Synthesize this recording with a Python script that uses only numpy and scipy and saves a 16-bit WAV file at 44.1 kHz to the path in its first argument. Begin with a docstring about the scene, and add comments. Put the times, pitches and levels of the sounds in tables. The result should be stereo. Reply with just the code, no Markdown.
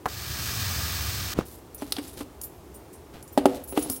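"""Dry seeds rush from a tray into a steel mixer jar, thousands of tiny impacts a second, then stop dead.
The hand-held phone close by is bumped. A domed plastic lid is worked loose, lifted off and knocked
back on with hollow thuds, its edge snapping and scraping on the ringing steel rim. Thin bangles
clink on the moving wrist, in a small kitchen with a low hum."""
import sys
import numpy as np
from scipy import signal
from scipy.fft import rfft, irfft
from scipy.io import wavfile
from scipy.ndimage import uniform_filter1d

SR = 44100
rng = np.random.default_rng(int(sys.argv[2]) if len(sys.argv) > 2 else 0)


def unload_audio(sound):
    """Save the sound as a 16-bit wav file, at the path given as the first command line argument."""
    columns = np.transpose(np.atleast_2d(sound))
    # keep every value between -1 and 1, then stretch to whole-number steps
    steps = np.round(np.clip(columns, -1, 1) * 32767)
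    wavfile.write(sys.argv[1], SR, steps.astype(np.int16))


N = 176400

# swell of the pour: time_s, level_db
SEED_FLOW = [(0.1, -39), (0.2, -37), (0.45, -31.5), (0.6, -30.5), (1.0, -31.5), (1.33, -33.5)]
# EQ of seeds landing in the jar: freq_hz, gain_db
SEED_EQ = [(150, -35), (400, -16), (700, 1), (1000, -5), (1500, -1.5), (2200, -0.5), (3400, 0), (5100, 2.5),
           (7300, -2), (8500, -1.5), (10000, -7.5), (15500, -3)]
# lean to the left, applied in part to each side with opposite signs: freq_hz, lean_db
SEED_LEAN = [(380, -3), (700, -4.5), (1290, -0.5), (2380, 1.5), (4400, 6.5), (8120, 0.5), (15000, 9.5)]
# air resonances of the jar: pitch_hz, width_hz, level_db
JAR_AIR = [(1230, 126, -17), (1650, 220, -20)]
# EQ of the rumble under the pour: freq_hz, gain_db
RUMBLE_EQ = [(25, -44), (45, -14), (72, 5), (110, 0), (300, -19.5), (600, -60)]


def pour(start_s=0.077, stop_s=1.339, seed_db=1.92, echo_db=-8.5, rumble_db=-3.5):
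    """A dense rush of seed impacts echoes in the jar, over a rumble that follows the flow."""
    t = np.arange(N) / SR
    flow = amp(np.interp(t, *np.array(SEED_FLOW).T))
    gate = np.clip((t - start_s) / 0.0088, 0, 1) * (t < stop_s)
    hits = stereo(grains(per_s=6000, spread_db=2, size=N))
    echoes = rng.standard_normal((2, SR // 16)) * fade(t60=0.035, size=SR // 16)
    inside = colour(signal.fftconvolve(hits, echoes, axes=1)[:, :N], [(2000, -5), (6000, -10.5)])
    seeds = unit(colour(hits + amp(echo_db) * unit(inside), SEED_EQ))
    for hz, width, db in JAR_AIR:
        seeds += amp(db) * unit(shape(hits, lambda f: 1 / (1 + 1j * (f - hz * hz / f) / width)))
    seeds = np.array([colour(seeds[0], SEED_LEAN, 0.49), colour(seeds[1], SEED_LEAN, -0.4)])
    rumble = unit(stereo_noise(RUMBLE_EQ, N)) * pan(-1.6)
    return flow * gate * (amp(seed_db) * seeds + amp(rumble_db) * rumble)


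# hollow modes of the lid: pitch_hz, level_db, t60_s
LID_MODES = [(273, -3.5, 0.065), (336, -9.5, 0.032), (386, -7.5, 0.04), (504, -8.5, 0.031),
             (588, -1, 0.023), (678, 1.5, 0.015), (786, -12.5, 0.046)]
# slower ring of the jar under it: pitch_hz, level_db, t60_s
JAR_MODES = [(285, -8, 0.22), (385.4, 3.5, 0.19), (494.5, 0, 0.29), (548, -6, 0.27)]
# EQ of a knock's crack: freq_hz, gain_db
CRACK_EQ = [(150, -15), (400, 12.5), (700, 7), (1300, 1.5), (1800, -2), (3000, -0.5), (4500, -7),
            (6800, -15), (9000, -6), (16000, -17)]
# lid knocks (pressing stiffens the lid and shifts its pitch):
# start_s, body_db, cutoff_hz, crack_db, crack_t60_s, jar_db, pitch_ratio
LID_KNOCKS = [(1.8215, -10, 232, -30.5, 0.051, -72, 1.03), (1.984, -9, 234, -27.5, 0.067, -56, 1.05),
              (2.2075, -11.5, 200, -30.5, 0.065, -73, 1.04), (3.3761, -2, 1500, -17, 0.056, -31.5, 1.024),
              (3.4565, -2, 1190, -12, 0.033, -24.5, 1.04), (3.725, -25, 400, -38.5, 0.076, -37.5, 1.04),
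              (3.7755, -4, 330, -16, 0.033, -36, 1.13), (3.861, -13, 200, -50, .03, -50, 1.11),
              (3.899, -8.5, 199, -53, .03, -60, 0.99)]


def lid_knocks(low_cut_hz=220, graze_s=0.017, graze_db=-12.5):
    """Each knock cracks and rings lid and jar; a softer contact leaves only the lid's low modes."""
    out, size = np.zeros((2, N)), SR // 2
    for s, db, cutoff_hz, crack_db, crack_t60, jar_db, ratio in LID_KNOCKS:
        modes = [(hz * ratio, g - 10 * np.log10(1 + (hz / cutoff_hz) ** 4), t60)
                 for hz, g, t60 in LID_MODES]
        body = amp(db) * ring(modes, size, rise_cycles=0.57)  # the lows bloom late
        jar = amp(jar_db) * ring(JAR_MODES, size)
        hollow = low_cut(body + jar, low_cut_hz)  # small objects radiate little bass
        crack = unit(low_cut(stereo_noise(CRACK_EQ, size), low_cut_hz))
        add(out, s, hollow * pan(-3.5) + amp(crack_db) * crack * fade(crack_t60, size) * pan(1.4))
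        if cutoff_hz < 600:  # on soft knocks the edge grazes just before it lands
            lead = int(graze_s * SR)
            add(out, s - graze_s, amp(crack_db + graze_db) * crack[:, -lead:] * np.linspace(0, 1, lead))
    return out


# EQ of a snap: freq_hz, gain_db
SNAP_EQ = [(200, -25), (800, -7.5), (2300, -13), (3300, -2.5), (4100, 1.5), (5800, -3), (7000, -20),
           (8500, -1), (11000, -5.5), (16000, -9)]
# snaps of the lid's edge: start_s, level_db, tilt_db_per_octave
LID_SNAPS = [(1.9223, -12.5, 0), (1.9664, -24.5, -7)]


def lid_snaps(t60_s=0.025):
    """The plastic edge slips over the rim with a short, dry snap."""
    out, size = np.zeros((2, N)), SR // 8
    for s, db, tilt_db in LID_SNAPS:
        noise = unit(tilt(colour(rng.standard_normal((2, size)), SNAP_EQ), tilt_db))
        add(out, s, amp(db) * noise * fade(t60_s, size) * pan(5))
    return out


# modes of the steel rim before the hand damps them: pitch_hz, level_db, t60_s
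RIM_MODES = [(5060, -8, .12), (5450, -4, .16), (8540, -14, .14), (9740, -4, .12), (10480, -3, .12),
             (10560, -5, .1), (11190, -9, .07), (12600, -4, .14), (13860, -10, .08), (15680, 1, .14)]
# scrapes along the rim: start_s, level_db, scrape_t60_s, focus_hz, pan_db
RIM_SCRAPES = [(3.637, -37, 0.022, 14000, 6.5), (3.672, -37, 0.22, 12800, 7),
               (3.792, -34.5, 0.033, 11330, 8), (3.824, -29, 0.035, 11300, 5),
               (3.898, -22, 0.015, 11600, 11), (3.909, -29.5, 0.13, 12400, 3),
               (3.958, -34, 0.052, 11100, 6)]


def rim_scrapes():
    """The lid's edge drags along the steel rim and makes it sing."""
    return metal(RIM_SCRAPES, RIM_MODES, spread_hz=3500, grit_db=-2)


# modes of thin bangles before the hand damps them: pitch_hz, level_db, t60_s
BANGLE_MODES = [(5900, -11, .15), (7470, -9, .12), (9020, -5, .12), (10400, -3, .12), (10860, -7, .15),
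                (11950, -9, .12), (13700, -4, .12), (14460, -2, .08), (15400, -8, .12)]
# clinks at the wrist: start_s, level_db, rattle_t60_s, focus_hz, pan_db
BANGLE_CLINKS = [(1.746, -33.5, 0.014, 14500, 3), (1.778, -45, .04, 7700, -3),
                 (1.907, -45, 0.013, 14000, 5), (2.078, -39.5, .02, 10000, 2), (2.13, -47, 0.03, 11500, 2),
                 (2.414, -32, 0.014, 12500, -3), (2.433, -32, 0.064, 13000, -1.5),
                 (2.74, -44.5, 0.11, 12500, 8), (2.925, -47, 0.13, 11200, 5), (3.226, -40, 0.015, 10900, 1),
                 (3.277, -46.5, 0.018, 8100, -1), (3.32, -45, 0.15, 12000, -1)]


def bangle_clinks():
    """Bangles rattle together with a bright shimmer as the hand moves."""
    return metal(BANGLE_CLINKS, BANGLE_MODES, spread_hz=4900, grit_db=-3)


# EQ of the sliding: freq_hz, gain_db
RUB_EQ = [(300, 4), (1200, -5), (2400, -3), (3700, 0.5), (7000, -2.5), (12000, 1.5), (16000, -5)]
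# slides of the lid: start_s, length_s, level_db, tilt_db_per_octave
LID_RUBS = [(1.449, 0.16, -44.5, 3.5), (1.78, 0.18, -45.5, -1), (1.922, 0.069, -45, -1),
            (2.015, 0.16, -43.5, -0.5), (2.164, 0.078, -40.5, -1.5), (3.128, 0.091, -44.5, -7),
            (3.372, 0.083, -44, -8), (3.477, 0.16, -43, -4.5), (3.545, 0.036, -39, -1),
            (3.745, 0.24, -38.5, -0.5)]


def lid_rubs(rise_share=0.13):
    """Plastic slides over steel and seeds shift: grit that swells quickly and dies away."""
    out, size = np.zeros((2, N)), SR // 2
    t = np.arange(size) / SR
    for s, length, db, tilt_db in LID_RUBS:
        slips = stereo(grains(per_s=1800, spread_db=4.4, size=size))
        grit = unit(tilt(colour(slips, RUB_EQ), tilt_db))
        swell = np.sqrt(np.interp(t / length, [0, rise_share, 1], [0, 1, 0]))
        add(out, s, amp(db) * grit * swell * pan(2.9))
    return out


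# bumps on phone and tray, and the low thud of the lid's last soft knock:
# start_s, level_db, pitch_hz, t60_s, pan_db
BUMPS = [(0.0575, -8, 880, 0.0068, 0), (0.0615, -9, 1040, 0.0073, -17), (0.0634, -20.5, 416, 0.016, -3),
         (0.0748, -22, 750, 0.012, -4), (1.3888, 2.5, 340, 0.007, -34), (1.3886, -14, 1360, 0.0035, -32),
         (1.4105, -15, 1110, 0.0047, -28), (3.895, -29.5, 86, .09, -4)]


def bumps(grit_db=-13):
    """Dull thumps: one heavily damped mode each, with a trace of grit."""
    out, size = np.zeros((2, N)), SR // 8
    for s, db, hz, t60, pan_db in BUMPS:
        grit = unit(colour(rng.standard_normal(size), [(1500, 8), (3500, -49), (16000, -16)]))
        thump = ring([(hz, 0, t60)], size) + amp(grit_db) * grit * fade(t60, size)
        add(out, s, amp(db) * low_cut(thump, hz=70) * pan(pan_db))
    return out


# EQ of the finger's brush: freq_hz, gain_db
BRUSH_EQ = [(30, -12), (90, -2), (250, -4), (1000, -18.5), (4000, -29), (16000, -43)]


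def finger_brush(peak_s=1.392, width_s=0.024, level_db=-21.5):
    """A finger brushes the right microphone around the big bump."""
    swell = np.exp(-abs(np.arange(N) / SR - peak_s) / width_s)
    right = amp(level_db) * swell * unit(colour(rng.standard_normal(N), BRUSH_EQ))
    return np.array([np.zeros(N), right])


# EQ of the tray's clatter: freq_hz, gain_db
CLATTER_EQ = [(100, -5), (350, -1), (1500, -1), (3000, -25), (16000, -25)]


def tray_clatter(start_s=0.06, level_db=-22, t60_s=0.064):
    """The tipping tray meets the jar with a short, dull rattle."""
    out, size = np.zeros((2, N)), SR // 8
    add(out, start_s, amp(level_db) * unit(stereo_noise(CLATTER_EQ, size)) * fade(t60_s, size))
    return out


# EQ of the room's tail: freq_hz, gain_db
ROOM_EQ = [(100, 2), (280, 4.5), (500, 6.5), (900, 2), (16000, 1)]


def kitchen_reverb(x, t60_s=0.48, send_db=-15.5):
    """Hard walls return a short, warm tail."""
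    size = SR // 2
    onset = np.clip(np.arange(size) / SR / 0.0032 - .5, 0, 1)
    tail = stereo(rng.standard_normal((2, size))) * fade(t60_s, size) * onset
    tail = colour(tail / np.sqrt(np.sum(tail ** 2) / 2), ROOM_EQ)[:, :size - size // 8]
    return amp(send_db) * signal.fftconvolve(x, tail, axes=1)[:, :N]


# EQ of the room tone: freq_hz, gain_db
ROOM_TONE_EQ = [(25, -30), (42, -6), (64, 10.5), (95, 4), (200, -5), (350, 3), (560, -6.5), (860, -7.5),
                (1500, -15.5), (4000, -22.5), (16000, -25)]


def room_tone(level_db=-46):
    """The kitchen's steady bed of low hum and hiss."""
    return amp(level_db) * unit(stereo_noise(ROOM_TONE_EQ, N)) * pan(-1.7)


def metal(touches, modes, spread_hz, grit_db, hand_damping=1.2, scatter_db=7, detune=0.06, partner_db=-6):
    """Runs of tiny contacts ring metal; each touch wakes a new mix of modes, favouring its focus pitch."""
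    out, size = np.zeros((2, N)), SR // 3
    t = np.arange(size) / SR
    for s, db, run_t60, focus_hz, pan_db in touches:
        attack = 1 - np.exp(-t / (0.075 * run_t60))
        slips = grains(per_s=4500, spread_db=2.1, size=size) * fade(run_t60, size) * attack
        reach = lambda f: 1 / (1 + ((f - focus_hz) / spread_hz) ** 2)
        partners = [(f * (1 + detune * rng.standard_normal()), g + partner_db, t60)
                    for f, g, t60 in list(modes) * 2]
        struck = [(f, g + scatter_db * rng.standard_normal() + 20 * np.log10(reach(f)), t60 / hand_damping)
                  for f, g, t60 in list(modes) + partners]
        tone = signal.fftconvolve(slips, ring(struck, SR // 6)[None], axes=1)[:, :size]
        grit = low_cut(shape(slips, reach), hz=4600)
        sound = unit(tone) + amp(grit_db) * unit(grit)
        loudest = np.sqrt(uniform_filter1d(sound ** 2, size=441).max(axis=1, keepdims=True))
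        add(out, s, amp(db) * sound / loudest * pan(pan_db))
    return out


def ring(modes, size, rise_cycles=0):
    """Decaying modes (pitch_hz, level_db, t60_s), each building up over rise_cycles."""
    t = np.arange(size) / SR
    return sum(amp(db) * np.sin(2 * np.pi * hz * t) * fade(t60, size)
               * (1 - np.exp(-hz * t / max(rise_cycles, 1e-6))) for hz, db, t60 in modes)


def grains(per_s, spread_db, size):
    """Tiny impacts of random timing and strength, on two channels."""
    hit = rng.random((2, size)) < per_s / SR
    polarity = rng.choice([-1, 1], (2, size))
    strength = amp(spread_db * np.minimum(rng.standard_normal((2, size)), 2))
    return unit(hit * polarity * strength)


def stereo(x, alike_hz=770):
    """Two unrelated noises as left and right: alike in the bass, wide in the treble."""
    width = lambda f: np.minimum(np.hypot(.2, f / alike_hz / 2), 1)
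    side = shape(x[1], width)
    mid = shape(x[0], lambda f: np.sqrt(2 - width(f) ** 2))
    return np.array([mid + side, mid - side]) / np.sqrt(2)


def stereo_noise(eq, size):
    return colour(stereo(rng.standard_normal((2, size))), eq)


def shape(x, gain):
    """Filter by a gain given as a function of frequency."""
    freqs = np.fft.rfftfreq(x.shape[-1], 1 / SR) + 1e-3
    return irfft(rfft(x) * gain(freqs), x.shape[-1])


def colour(x, eq, share=1):
    """Apply a share of an EQ curve (freq_hz, gain_db)."""
    hz, db = np.array(sorted(eq)).T
    return shape(x, lambda f: amp(share * np.interp(np.log(f), np.log(hz), db)))


def tilt(x, db):
    """Tilt the treble by db per octave."""
    return shape(x, lambda f: amp(db * np.log2(np.maximum(f, 1500) / 1500)))


def low_cut(x, hz):
    return signal.sosfilt(signal.butter(2, hz, "highpass", fs=SR, output="sos"), x)


def amp(db):
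    return 10 ** (np.asarray(db) / 20)


def unit(x):
    """Scale to rms 1."""
    return x / np.sqrt(np.mean(x ** 2) + 1e-18)


def pan(db):
    """Constant-power gains; positive is left."""
    return unit(amp(np.array([[db], [-db]]) / 2))


def fade(t60, size):
    """Fall by 60 dB every t60 seconds."""
    return np.exp(-np.log(1000) * np.arange(size) / SR / max(t60, 1e-3))


def add(out, s, sound):
    """Mix a sound in at s seconds."""
    i = max(int(s * SR), 0)
    out[:, i:i + sound.shape[-1]] += sound[..., :max(N - i, 0)]


def scene():
    """Pour, clatter, bumps and brush stay dry; the rest of the lid work feeds the reverb."""
    lid_work = rim_scrapes() + bangle_clinks() + lid_knocks() + lid_snaps() + lid_rubs()
    close = pour() + tray_clatter() + bumps() + finger_brush()
    return close + lid_work + kitchen_reverb(lid_work) + room_tone()


def record(dry):
    """The phone clips at full scale and cuts the top above 16 kHz."""
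    top_cut = signal.ellip(10, .2, 80, 16000, fs=SR, output="sos")
    return signal.sosfilt(top_cut, np.clip(dry, -1, 1))


dry = scene()
out = record(dry)
unload_audio(out)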